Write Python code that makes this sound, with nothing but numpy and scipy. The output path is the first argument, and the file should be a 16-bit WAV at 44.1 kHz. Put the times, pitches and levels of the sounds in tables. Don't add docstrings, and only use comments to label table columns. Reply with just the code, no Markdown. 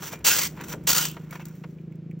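import sys
import numpy as np
from scipy import signal
from scipy.fft import rfft, irfft
from scipy.io import wavfile

SR = 44100
rng = np.random.default_rng(int(sys.argv[2]) if len(sys.argv) > 2 else 0)


def file_out(sig):
    cols = np.atleast_2d(sig).T
    lim = np.clip(cols, -1, 1)
    pcm = np.round(lim * 32767).astype(np.int16)
    wavfile.write(sys.argv[1], SR, pcm)


N = 97020
T = np.arange(N) / SR

# t/s, length/s, level/dB, sag/(dB/s), release/(dB/s)
STROKES = [(0.243, 0.212, -16.4, 47, 480), (0.870, 0.183, -15.4, 77, 225)]
# t/s, depth/dB
GRIP_SKIPS = [(0.9245, 7), (0.940, 10), (0.999, 4)]
# t/s, level/dB
ICE_CHIPS = [(0.2648, -11), (0.277, -19), (0.289, -17), (0.313, -14), (0.4685, -25), (0.870, -16.5),
             (0.891, -13), (0.900, -12), (0.914, -14), (0.9285, -11), (0.9475, -16.5), (0.971, -16.5),
             (0.980, -11.5), (1.026, -22), (1.0515, -18), (1.083, -34)]
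# f/Hz, level/dB
CRUNCH_SPECTRUM = [(150, -24), (700, -15), (1400, -8), (2200, -6.5), (2800, -1.5), (3800, -4), (4500, -1.5),
                   (6000, 0), (7300, 1.5), (9000, -2), (12200, -6), (13600, -4), (14700, 0), (16000, -1)]
BOARD_SPECTRUM = [(40, -14), (80, -4), (450, -1), (720, -3), (1000, -1), (1500, -1), (2400, -4),
                  (3500, -14), (16000, -42)]
def cuts():
    attack_s, bite_s, bite_db = .005, .024, 5.5
    board_db, board_follow = -18.3, .75
    crunch, growl, touching = 0, 0, 0
    for start, length, db, sag, release in STROKES:
        age = np.maximum(T - start, 0)
        force_db = -bite_db * np.maximum(1 - age / bite_s, 0) - sag * np.maximum(age - bite_s, 0)
        contact = np.minimum(age / attack_s, 1) * amp(db - release * np.maximum(age - length, 0))
        touching += np.sqrt(contact / amp(db))
        crunch += contact * amp(force_db)
        growl += contact * amp(board_follow * force_db + board_db)
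    slip_db = sum(db * np.exp(-((T - at) / .006) ** 2) for at, db in GRIP_SKIPS)
    chatter = amp(2.3 * walk(per_s=170) - slip_db)
    chips = sum(amp(db) * swell(at + .002, rise_s=.002, fall_s=.009) for at, db in ICE_CHIPS)
    ice = crunch * chatter * grains(6000, spread_db=2.3) + chips * grains(6000, spread_db=2.8)
    board = (growl * chatter + amp(-21) * chips) * grains(3000, spread_db=2.5)
    return shaver(ice, CRUNCH_SPECTRUM) + shaver(board, BOARD_SPECTRUM) + touching * passing_rings()


# peak t/s, 20 dB rise/s, 20 dB fall/s, f/Hz, width/Hz, level/dB
PASSING_RINGS = [(0.315, .12, .04, 2680, 260, -27.5), (0.325, .05, .07, 1570, 220, -29),
                 (0.41, .13, .12, 2080, 260, -34), (0.985, .1, .06, 1400, 120, -30),
                 (1.03, .16, .17, 3050, 480, -33.5)]
def passing_rings():
    rings = 0
    for at, rise, fall, hz, width, db in PASSING_RINGS:
        ring = resonate_twice(grains(6000, spread_db=2.5), hz, 1.5 * width)
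        rings += amp(db) * unit(ring) * swell(at, rise, fall)
    return rings


# f/Hz, t60/s, level/dB relative to the bare contact
SHAVER_MODES = [(475, .05, -5), (947, .035, -2), (1420, .035, -1), (3244, .09, -2), (4600, .04, -5),
                (5870, .06, -1), (6820, .1, -1), (7220, .12, 3), (7710, .12, 1)]
def shaver(contact, spectrum):
    bare = colour(spectrum)
    ringing = sum(amp(db) * resonate(bare, hz, np.log(1000) / np.pi / t60) for hz, t60, db in SHAVER_MODES)
    response = bare + ringing
    return through(contact, response / np.linalg.norm(response))


# t/s, hiss level/dB, wood level/dB
WET_GLIDE = [(0, -54, -53), (0.18, -68, -58), (0.5, -57, -58), (0.66, -64, -57), (0.81, -66, -61),
             (1.14, -57, -57), (1.29, -68, -63), (1.52, -62, -63), (1.72, -70, -75), (2.05, -95, -86),
             (2.2, -84, -78)]
# peak t/s, 20 dB rise/s, 20 dB fall/s, hiss level/dB, wood level/dB
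BOARD_RUBS = [(0.033, .02, .04, -37, -43), (0.08, .05, .035, -33, -44), (0.129, .022, .035, -37, -40),
              (0.61, .035, .045, -54, -41), (0.64, .008, .03, -46, -57), (0.731, .06, .019, -33, -39),
              (1.333, .025, .06, -48, -46), (1.402, .015, .04, -64, -49), (1.467, .015, .03, -56, -56)]
# f/Hz, level/dB
FROST_SPECTRUM = [(300, -14), (2000, -5), (3000, -1), (4800, -5), (6000, 3), (6600, -4), (7300, 3),
                  (8000, -2), (10000, -2), (12500, -3.5), (15000, 1.5), (16000, 0)]
def rubs():
    rub_hiss, wood = 0, amp(curve(WET_GLIDE, column=2))
    for at, rise, fall, hiss_db, wood_db in BOARD_RUBS:
        shape = swell(at, rise, fall)
        rub_hiss += amp(hiss_db) * shape
        wood += amp(wood_db) * shape
    hiss = rub_hiss + amp(curve(WET_GLIDE))
    catch = amp(2.2 * walk(per_s=120))
    squeak = unit(resonate_twice(rng.standard_normal(N), hz=5920, stage_width_hz=600))
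    frost = shaver(hiss * catch * grains(5000, spread_db=3.5), FROST_SPECTRUM)
    rumble = shaver(wood * catch * grains(2500, spread_db=3), BOARD_SPECTRUM)
    return amp(-12) * rub_hiss * catch * squeak + frost + rumble


# f/Hz, level/dB
SPLINTER_TICKS = [(0.190, -49), (0.611, -35), (0.683, -33), (0.695, -37), (0.837, -48), (1.1119, -32),
                  (1.3084, -32), (1.4536, -34), (1.4835, -43), (1.5529, -50), (1.812, -63), (1.922, -59),
                  (1.956, -60), (2.111, -55), (2.19, -57)]
TICK_SPECTRUM = [(500, -16), (2000, -8), (4500, -9), (6000, -3), (7500, 1), (13000, 0), (16000, 3)]
def ticks():
    envelope = sum(amp(db) * swell(at + .001, rise_s=.001, fall_s=.007) for at, db in SPLINTER_TICKS)
    return shaver(envelope * grains(8000, spread_db=3), TICK_SPECTRUM)


# f/Hz, level/dB
BLOCK_KNOCKS = [(0.024, -38), (0.573, -43), (0.597, -41), (0.735, -34.5), (1.166, -35.5), (1.324, -35),
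                (1.353, -37), (1.395, -41), (1.637, -37)]
KNOCK_SPECTRUM = [(60, -16), (350, -9), (1100, 1), (1500, -1), (2500, -6), (3300, -15), (16000, -42)]
def knocks():
    envelope = sum(amp(db) * swell(at + .002, rise_s=.002, fall_s=.017) for at, db in BLOCK_KNOCKS)
    return shaver(envelope * grains(6000, spread_db=2), KNOCK_SPECTRUM)


# f/Hz, level/dB
BOARD_THUDS = [(0.134, -39), (0.741, -35), (1.168, -43), (1.643, -47)]
THUD_SPECTRUM = [(100, -20), (300, -3), (450, 0), (620, -2), (900, -14), (2000, -45)]
def thuds():
    envelope = sum(amp(db) * swell(at, rise_s=.004, fall_s=.036) for at, db in BOARD_THUDS)
    return shaver(envelope * grains(4000, spread_db=1.5), THUD_SPECTRUM)


# t/s, f/Hz, 20 dB fall/s, level/dB
SHORT_RINGS = [(0.023, 1420, .04, -40), (0.129, 2390, .055, -43), (1.306, 2240, .035, -48),
               (1.353, 2260, .03, -45), (1.394, 2200, .03, -48), (1.412, 2650, .025, -49),
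               (1.784, 2400, .014, -57), (1.921, 2250, .014, -57), (2.111, 2240, .012, -51)]
def clinks():
    rings = 0
    for at, hz, fall, db in SHORT_RINGS:
        rattle_rad = .9 * walk(per_s=1100)
        tone = unit(np.sin(2 * np.pi * hz * T + rattle_rad))
        rings += amp(db) * swell(at + .002, rise_s=.002, fall_s=fall) * tone
    return rings


# f/Hz, level/dB
BENCH_LEVELS = [(0, -48), (0.3, -44), (0.95, -43), (1.25, -53), (2.2, -62)]
BENCH_SPECTRUM = [(20, -36), (60, 0), (110, -5), (160, 2), (250, -6), (340, -6), (600, -20), (2000, -50)]
def bench():
    return noise(BENCH_SPECTRUM) * amp(curve(BENCH_LEVELS))


# t/s, firing rate/Hz, level/dB
ENGINE_IDLE = [(0, 26, -48), (0.8, 26, -41), (1.0, 25.9, -38), (1.25, 25.9, -40.5), (1.6, 26.8, -39.3),
               (1.8, 26.95, -40.3), (2.2, 27.3, -36.3)]
# f/Hz, stage width/Hz, relative level/dB
EXHAUST_MODES = [(161, 51, 0), (154, 24, -11), (308, 85, -15), (450, 100, -24)]
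def engine():
    last_firing_s, jitter_s, scatter_db, muffle_hz = 2.168, .0003, 1.0, 520
    cycles = np.cumsum(curve(ENGINE_IDLE)) / SR
    cycles -= np.interp(last_firing_s, T, cycles)
    firings = np.flatnonzero(np.diff(np.floor(cycles)))
    late, size = rng.standard_normal((100, 2))[:len(firings)].T
    firings += (late * jitter_s * SR).astype(int)
    pulses = np.zeros(N)
    pulses[np.clip(firings, 0, N - 1)] = amp(scatter_db * size)
    exhaust = sum(amp(db) * resonate_twice(pulses, hz, width) for hz, width, db in EXHAUST_MODES)
    muffled = signal.sosfilt(signal.butter(4, muffle_hz, fs=SR, output="sos"), exhaust)
    return unit(muffled) * amp(curve(ENGINE_IDLE, column=2))


# f/Hz, level/dB
STREET_SPECTRUM = [(20, -36), (60, -5), (110, -8), (160, 1), (240, -7), (320, -2), (500, -14), (800, -26),
                   (2300, -30), (4000, -40), (16000, -55)]
def street(level_db=-51.3):
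    return noise(STREET_SPECTRUM) * amp(level_db + walk(per_s=9))


# f/Hz, level/dB
STALL_SPECTRUM = [(150, -27), (320, -16), (600, -12), (1500, -31), (2800, -16), (4000, -15), (4800, -8),
                  (5300, -20), (7000, -7), (10000, -15), (13000, -8), (15500, -24)]
def stall_reflections(direct, t60_s=.06):
    tail = rng.standard_normal(N) * amp(-60 * T / t60_s)
    shifting = np.real(signal.hilbert(direct) * np.exp(2j * walk(per_s=45)))
    diffuse = through(shifting, tail / np.linalg.norm(tail))
    return through(diffuse, colour(STALL_SPECTRUM))


def grains(per_s, spread_db):
    breaks = rng.random(N) < per_s / SR
    sizes = amp(spread_db * np.minimum(rng.exponential(size=N), 4))
    return unit(breaks * sizes * np.sign(rng.standard_normal(N)))


def noise(spectrum):
    return unit(through(rng.standard_normal(N), colour(spectrum)))


def colour(spectrum, size=8192):
    hz, db = np.array(spectrum).T
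    bins_hz = np.maximum(np.arange(size // 2 + 1) * SR / size, 1)
    gain = amp(np.interp(np.log(bins_hz), np.log(hz), db))
    cepstrum = irfft(np.log(gain))
    cepstrum[1:size // 2] *= 2
    cepstrum[size // 2 + 1:] = 0
    return irfft(np.exp(rfft(cepstrum)))


def through(x, response):
    return signal.fftconvolve(x, response)[:N]


def resonate(x, hz, width_hz):
    return signal.lfilter(*signal.iirpeak(hz, hz / width_hz, fs=SR), x)


def resonate_twice(x, hz, stage_width_hz):
    return resonate(resonate(x, hz, stage_width_hz), hz, stage_width_hz)


def swell(at, rise_s, fall_s):
    return 10 ** -np.maximum((at - T) / rise_s, (T - at) / fall_s)


def walk(per_s):
    return np.interp(T * per_s, np.arange(N), rng.standard_normal(N))


def curve(table, column=1):
    rows = np.array(table)
    return np.interp(T, rows[:, 0], rows[:, column])


def amp(db):
    return 10 ** (np.asarray(db) / 20)


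def unit(x):
    return x / np.sqrt(np.mean(x ** 2))


# f/Hz, phase/rad
MICROPHONE_LAG = [(4200, 0), (4850, 1.2), (5200, 0), (5600, 0.1), (7000, 1.25), (8400, 2.25), (9100, 2.95),
                  (10900, 3.3), (11600, 3.95), (13000, 4.95), (14500, 6.15), (16000, 6.28)]
def scene():
    ice = cuts() + rubs() + ticks() + knocks() + thuds()
    direct = ice + clinks() + bench() + engine() + street()
    side = stall_reflections(direct)
    bins_hz = np.arange(N + 1) * SR / (2 * N)
    lag_rad = np.interp(bins_hz, *np.array(MICROPHONE_LAG).T)
    right = irfft(rfft(direct, 2 * N) * np.exp(-1j * lag_rad))[:N]
    return np.array([direct + side, right - side])


def record(dry):
    drive, top_hz = 1.3, 15850
    rounded = np.tanh(drive * dry) / drive
    return signal.sosfilt(signal.ellip(12, .1, 80, top_hz, fs=SR, output="sos"), rounded)


dry = scene()
out = record(dry)
file_out(out)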